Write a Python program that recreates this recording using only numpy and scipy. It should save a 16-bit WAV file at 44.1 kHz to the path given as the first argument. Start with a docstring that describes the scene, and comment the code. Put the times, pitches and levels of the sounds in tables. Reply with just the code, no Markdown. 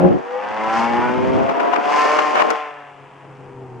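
"""A V12 sports car howls away hard along a city street while wind buffets and overloads the microphone.
It is heard from the window of a car that follows; its exhaust climbs in pitch and rasps under load.
At 2.55 s the microphone is drawn inside: the wind stops, the howl fades and the cabin hums.
Exhaust and hum are sums of engine orders, cracks are filtered pulses, wind and gas are coloured noise."""
import sys
import numpy as np
from scipy import signal
from scipy.fft import rfft, irfft
from scipy.io import wavfile

SR = 44100
rng = np.random.default_rng(int(sys.argv[2]) if len(sys.argv) > 2 else 0)


def generate_wav(sig):
    """Save sig (samples, or channels by samples) to the path in sys.argv[1] as 16-bit PCM at SR."""
    pcm = np.round(np.clip(np.atleast_2d(sig).T, -1, 1) * 32767).astype(np.int16)
    wavfile.write(sys.argv[1], SR, pcm)


N = 167580  # 3.8 s
T = np.arange(N) / SR
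BINS_HZ = np.arange(N // 2 + 1) * SR / N

# faint hiss of the microphone: level, then colour: (frequency [Hz], gain [dB])
MIC_HISS_DB = -70.5
MIC_HISS_COLOUR = [(4000, -3), (7500, 2.5), (10000, -5), (13000, -28)]

# road noise inside the following car: (time [s], level [dB])
CABIN_LEVEL = [(2.5, -65), (2.8, -60.5), (3.15, -49), (3.5, -44), (3.8, -42.5)]
# its colour: (frequency [Hz], gain [dB])
CABIN_COLOUR = [(20, -6), (60, -15.5), (120, 0), (200, -3.5), (380, 3), (600, -7), (900, -1), (1500, -16),
                (10000, -73.5)]
# engine of the following car: (time [s], fundamental [Hz], level [dB])
HUM = [(2.55, 146.5, -74), (2.8, 142.4, -54), (3.05, 138.4, -46.5), (3.2, 138.2, -50.5),
       (3.35, 136.5, -43.5), (3.6, 130.6, -41), (3.8, 121.9, -37)]
# its orders: (multiple of the fundamental, level [dB])
HUM_ORDERS = [(1, -2), (2, -10), (2.75, -15.5), (3, -5), (3.7, -7.5), (6, -12)]

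# bass rumble of the wind: (time [s], level [dB])
RUMBLE_LEVEL = [(0, -17), (.1, -10), (.18, -21.5), (.23, -45), (.3, -62), (.47, -41.5), (.8, -29),
                (1.1, -22.5), (1.42, -16.5), (1.51, -30), (1.57, -49.5), (2.5, -54), (2.6, -85)]
# its colour: (frequency [Hz], gain [dB])
RUMBLE_COLOUR = [(20, -31.5), (50, -11), (100, -4), (170, 0.5), (300, 0), (600, -9), (3000, -87.5)]
# flutter of the wind: (time [s], level [dB])
FLUTTER_LEVEL = [(0, -21), (.1, -27), (.2, -33), (.5, -35.5), (1.0, -30.5), (1.38, -25), (1.55, -21.5),
                 (1.8, -21.5), (2.1, -22.5), (2.3, -24), (2.42, -22), (2.53, -23), (2.6, -54), (2.8, -89)]
# its colour: (frequency [Hz], gain [dB])
FLUTTER_COLOUR = [(30, -33), (80, -27.5), (140, -15), (250, 3.5), (450, 4.5), (800, 4.5), (1400, -5),
                  (2800, -27.5), (4000, -37.5), (12000, -63.5)]
# part of the wind common to both ports: (frequency [Hz], gain [dB])
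WIND_SHARED = [(100, -13.5), (220, -10.5), (450, -6.5), (1000, -4.5), (3000, -2)]
FLUTTER_FLICKER_DB, FLUTTER_LEFT_DB = 2, 2.5

# sharp buffets, before BUFFET_GAIN: (time [s], length [s], left level [dB], right level [dB])
BUFFETS = [(1.496, 0.0086, -14, -26), (1.604, 0.011, -14.5, -27), (1.738, .016, -13, -21),
           (1.763, 0.0066, -10.5, -24), (2.192, 0.0067, -6, -12), (2.356, 0.0049, -10.5, -27),
           (2.379, 0.037, -15.5, -14.5), (2.406, 0.017, -11, -14.5), (2.422, 0.0058, -7, -14),
           (2.51, 0.0094, -13, -17.5)]
# their colour: (frequency [Hz], gain [dB])
BUFFET_COLOUR = [(30, -29), (150, -14), (400, 0), (900, 10), (1500, 2.5), (2800, -7), (4000, -22),
                 (6000, -25.5), (10000, -42.5), (16000, -63)]
BUFFET_GAIN = 0.78
# blunt gusts that overload a port: (time [s], left level [dB], right level [dB])
SLAPS = [(1.7362, -1, -18), (2.19, -6, -24), (2.3777, -35, -2.5), (2.41, -11, -35)]
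SLAP_HZ, SLAP_S = 883.6, 0.00067

# the microphone knocks on its way in: (time [s], left level [dB], right level [dB])
KNOCKS = [(2.5036, -11, -31), (2.5114, -21, -30)]
# their colour: (frequency [Hz], gain [dB])
KNOCK_COLOUR = [(40, -35), (300, -16), (1500, 11), (3800, -6), (5500, -1), (15000, -39)]
KNOCK_DECAY_S = 0.0033

# engine speed of the sports car: (time [s], fundamental [Hz])
REVS = [(0, 88.9), (.22, 94), (.38, 101.7), (.89, 117.1), (1.25, 128.6), (1.66, 139.8), (1.92, 146),
        (2.14, 151.3), (2.28, 150.6), (2.44, 151.7), (2.57, 150.6), (2.75, 145.9), (3.8, 130.2)]
WOBBLE = 0.00079  # spread of the engine speed, as a fraction
FADE_DB = 2.5  # slow fading of every order
ROUGH, BLARE_ROUGH, HUM_ROUGH = 0.14, 0.27, 0.18  # fast flutter of an order, as a fraction
TONE_SPREAD, BOOM_SPREAD, RASP_SPREAD = 0.26, 0.39, 0.32  # part opposed between the channels
LEFT_DB = 2  # engines, exhaust and cabin are louder on the left

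# deep engine drone at the opening: (multiple of the fundamental, level [dB])
DRONE_ORDERS = [(2, -4), (3.3, -13.5), (4, 0.5), (5.2, -17), (6, -8), (7, -14), (8, -13), (9, -12)]
# its course: (time [s], level [dB])
DRONE_LEVEL = [(0, -18), (.07, -11), (.11, -27), (.17, -25.5), (.21, -59), (.3, -84)]

# gas rasp, before the trims below: (time [s], body level [dB], treble level [dB])
RASP_LEVEL = [(0, -37, -50.5), (.24, -42, -54.5), (.45, -35, -50), (.68, -30.5, -43), (.79, -26, -33.5),
              (.87, -30, -41.5), (1.03, -29.5, -43), (1.2, -33.5, -47), (1.36, -31, -45.5),
              (1.55, -33.5, -48), (1.8, -32, -46.5), (1.96, -23.5, -30.5), (2.2, -26, -33.5),
              (2.33, -28, -38), (2.55, -29, -43), (2.74, -41, -60.5), (2.95, -48, -67), (3.8, -55, -66.5)]
# colour of its body: (frequency [Hz], gain [dB])
RASP_COLOUR = [(200, -45), (400, -13.5), (750, 2), (1100, 0), (1500, -5), (2000, -7), (2800, -10),
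               (3400, -17.5), (4000, -30), (9000, -83.5)]
# colour of its treble: (frequency [Hz], gain [dB])
HISS_COLOUR = [(2500, -28), (3800, -2.5), (4700, 5), (5600, 1.5), (7000, -4), (8500, -12), (10500, -22),
               (13000, -42), (16000, -58.5)]
RASP_TRIM_DB, HISS_TRIM_DB, SPUTTER_DB = 2, -4.5, 0.83
RASP_PULSING, HISS_PULSING = 0.28, 0.18  # depth of the puffs

# cylinder banks: (place in the cycle [0-1], level [dB])
BANKS = [(0, -3), (0.431, -5.5)]
# colour of their cracks: (frequency [Hz], gain [dB])
CRACK_COLOUR = [(600, -19.5), (1700, 5.5), (3900, -4.5), (6000, -5.5), (14000, -43)]
CRACK_TRIM_DB, CRACK_SCATTER_DB = -4.5, 4.5

# exhaust orders other than the howl: (multiple of the fundamental, level [dB])
ORDERS = [(2, -4), (3, -1), (4, 0), (6, -8), (8, -2.5), (9, -3), (10, -8), (11, -10), (12, -6.5),
          (13, -18.5), (14, -16.5), (15, -15), (16, -21.5), (17, -16.5), (19, -17)]
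# tailpipe resonances: (frequency [Hz], gain [dB])
PIPE = [(180, -13), (230, 7), (300, -12), (370, 2), (440, -7), (510, -1.5), (600, -7), (700, -9),
        (790, 4.5), (880, -8), (970, 1.5), (1100, -6.5), (1800, -0.5)]
# low orders, 2 to 4: (time [s], level [dB])
BOOM_LEVEL = [(0, -25.5), (.35, -54.5), (.6, -33), (.85, -32), (1.05, -27.5), (1.27, -21.5), (1.55, -32),
              (2.15, -20.5), (2.5, -28.5), (2.8, -41), (3.1, -69)]
# high orders, 6 and from 8 up: (time [s], level [dB])
BLARE_LEVEL = [(0, -44), (.2, -36.5), (.5, -27.5), (.81, -21), (.9, -27), (1.05, -24), (1.3, -41),
               (1.8, -36), (2.0, -23.5), (2.25, -27), (2.45, -40), (2.65, -37), (3.0, -57)]
# howl: (time [s], fifth order level [dB], seventh order level [dB])
HOWL_LEVEL = [(0, -61.5, -31), (.35, -27.5, -48), (.6, -32.5, -24), (.8, -33.5, -25), (.98, -33.5, -21),
              (1.25, -31, -32.5), (1.45, -26.5, -38), (1.68, -26, -25.5), (1.84, -24.5, -27),
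              (2.0, -19, -23), (2.2, -23.5, -18), (2.42, -29, -30.5), (2.57, -34.5, -27.5),
              (2.85, -47.5, -52), (3.3, -59.5, -56)]

TOP_HZ = 15800  # upper limit of the microphone signal


def undb(db):
    """Decibels to gain."""
    return 10 ** (np.asarray(db) / 20)


def curve(rows, axis=1):
    """One column of a table, joined by straight lines in time."""
    rows = np.array(rows, float)
    return np.interp(T, rows[:, 0], rows[:, axis])


def response(points, hz):
    """Gain of a (frequency [Hz], gain [dB]) outline at the given frequencies."""
    points = np.array(points, float)
    return undb(np.interp(np.log(hz + 1e-9), np.log(points[:, 0]), points[:, 1]))


def coloured(x, points):
    """A signal filtered by a frequency outline."""
    return irfft(rfft(x) * response(points, BINS_HZ), N)


def noise(points):
    """Noise of rms 1 with the given colour."""
    x = coloured(rng.standard_normal(N), points)
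    return x / x.std()


def opposed(x):
    """The same signal in both channels, with opposite signs."""
    return x * np.array([[1], [-1]])


def pair(points, mid, side):
    """Two channels of noise from a shared part and an opposed part."""
    return mid * noise(points) + side * opposed(noise(points))


def walk(rate):
    """Smooth random drift of spread 1 that changes about rate times a second."""
    x = irfft(rfft(rng.standard_normal(N)) / (1 + (BINS_HZ / rate) ** 4), N)
    return (x - x.mean()) / x.std()


def lean(db):
    """Channel gains for a source that is db louder on the left."""
    return undb(np.array([[db], [-db]]) / 2)


def sides(left_db, right_db):
    """Channel gains from a level for each side."""
    return undb([[left_db], [right_db]])


def turns(hz):
    """Running phase of a slightly unsteady shaft."""
    return 2 * np.pi * np.cumsum(hz * (1 + WOBBLE * walk(10.9))) / SR


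def partial(phase, rough, spread):
    """One order: uneven firings roughen it, house fronts make it fade and differ between the ears."""
    direct = undb(FADE_DB * walk(5) - 1) * (1 + rough * (walk(45) + 1j * walk(45)))
    echo = spread * opposed(walk(5) + 1j * walk(5)) / np.sqrt(2)
    start = 2 * np.pi * rng.random()
    return np.sqrt(2) * np.real((direct + echo) * np.exp(1j * (phase + start)))


def microphone_hiss():
    """Steady faint noise of the microphone itself."""
    return undb(MIC_HISS_DB) * pair(MIC_HISS_COLOUR, 0.87, 0.5)


def cabin():
    """Inside the following car: its engine note sinks over the road noise."""
    phase = turns(curve(HUM))
    hum = sum(undb(db) * partial(k * phase, HUM_ROUGH, 0.22) for k, db in HUM_ORDERS)
    road = undb(curve(CABIN_LEVEL) + 1.4 * walk(11)) * pair(CABIN_COLOUR, 1, 0.3)
    return undb(curve(HUM, axis=2)) * hum + road


def eddies(points):
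    """Wind noise on two ports: opposed in the bass, nearly unrelated higher up."""
    shared = coloured(noise(points), WIND_SHARED)
    return shared + opposed(noise(points))


def wind():
    """Bass rumble and flutter of the airstream on the microphone."""
    rumble = undb(curve(RUMBLE_LEVEL) + 2 * walk(33)) * eddies(RUMBLE_COLOUR)
    flutter = undb(curve(FLUTTER_LEVEL) + FLUTTER_FLICKER_DB * walk(45)) * eddies(FLUTTER_COLOUR)
    return rumble + flutter * lean(FLUTTER_LEFT_DB)


def buffets():
    """Short hard gusts strike each port separately: bell-shaped swells of wind noise."""
    swell = np.zeros((2, N))
    for at, length, left, right in BUFFETS:
        swell += sides(left, right) * np.exp(-2 * ((T - at) / length) ** 2)
    return swell * eddies(BUFFET_COLOUR) * BUFFET_GAIN


def slaps():
    """Blunt gusts push a port one way and back: a sine within a very short bell."""
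    out = np.zeros((2, N))
    for at, left, right in SLAPS:
        bell = np.exp(-((T - at) / SLAP_S) ** 2)
        out += sides(left, right) * bell * np.sin(2 * np.pi * SLAP_HZ * (T - at))
    return out


def knocks():
    """Dry, bright knocks on the microphone's housing: noise that dies away at once."""
    fall = np.zeros((2, N))
    for at, left, right in KNOCKS:
        fall += sides(left, right) * (T >= at) * np.exp(-np.abs(T - at) / KNOCK_DECAY_S)
    return fall * pair(KNOCK_COLOUR, 0.69, 0.46)


def drone(phase):
    """A deep engine drone, strongest at the second and fourth multiples, which dies away within 0.3 s."""
    tones = sum(undb(db) * partial(k * phase, ROUGH, TONE_SPREAD) for k, db in DRONE_ORDERS)
    return undb(curve(DRONE_LEVEL)) * tones


def rasp(phase):
    """Hot gas tears out of the pipes in puffs, once a cycle, with a sputter over body and treble."""
    beat = np.cos(phase + 1.38 * walk(40))
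    sputter = undb(SPUTTER_DB * walk(60))
    body = undb(curve(RASP_LEVEL) + RASP_TRIM_DB) * pair(RASP_COLOUR, 1, RASP_SPREAD)
    hiss = undb(curve(RASP_LEVEL, axis=2) + HISS_TRIM_DB) * pair(HISS_COLOUR, 0.64, 0.4)
    return (body * (1 + RASP_PULSING * beat) + hiss * (1 + HISS_PULSING * beat)) * sputter


def cracks(phase):
    """Under load each bank's pressure front steepens into a sharp crack, once a cycle."""
    train = np.zeros(N)
    for place, db in BANKS:
        at = np.flatnonzero(np.diff(np.floor(phase / (2 * np.pi) - place)))
        train[at] += undb(db + CRACK_SCATTER_DB * rng.standard_normal(len(at)))
    x = coloured(train, CRACK_COLOUR)
    # the cracks follow the treble of the rasp
    return undb(curve(RASP_LEVEL, axis=2) + CRACK_TRIM_DB) * x / x.std()


def exhaust(hz, phase):
    """Two clean orders howl; the others sweep up through the tailpipe resonances, the high ones rough."""
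    boom, blare = undb(curve(BOOM_LEVEL)), undb(curve(BLARE_LEVEL))
    out = undb(curve(HOWL_LEVEL)) * partial(5 * phase, ROUGH, TONE_SPREAD)
    out = out + undb(curve(HOWL_LEVEL, axis=2)) * partial(7 * phase, ROUGH, TONE_SPREAD)
    for k, db in ORDERS:
        if k < 5:
            order = boom * partial(k * phase, ROUGH, BOOM_SPREAD)
        else:
            order = blare * partial(k * phase, BLARE_ROUGH, TONE_SPREAD)
        out = out + undb(db) * response(PIPE, k * hz) * order
    return out


def scene():
    """Microphone hiss, wind and knocks, with the cabin, the drone and the sports car to the left."""
    hz = curve(REVS)
    phase = turns(hz)
    at_microphone = microphone_hiss() + wind() + buffets() + slaps() + knocks()
    sports_car = rasp(phase) + cracks(phase) + exhaust(hz, phase)
    return at_microphone + (cabin() + drone(phase) + sports_car) * lean(LEFT_DB)


def record(dry):
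    """The hardest gusts are rounded off at full scale; a steep low-pass cuts the top."""
    rounded = dry / (1 + dry ** 8) ** (1 / 8)
    low_pass = signal.ellip(8, 0.2, 70, TOP_HZ, fs=SR, output="sos")
    return signal.sosfilt(low_pass, rounded)


dry = scene()
out = record(dry)
generate_wav(out)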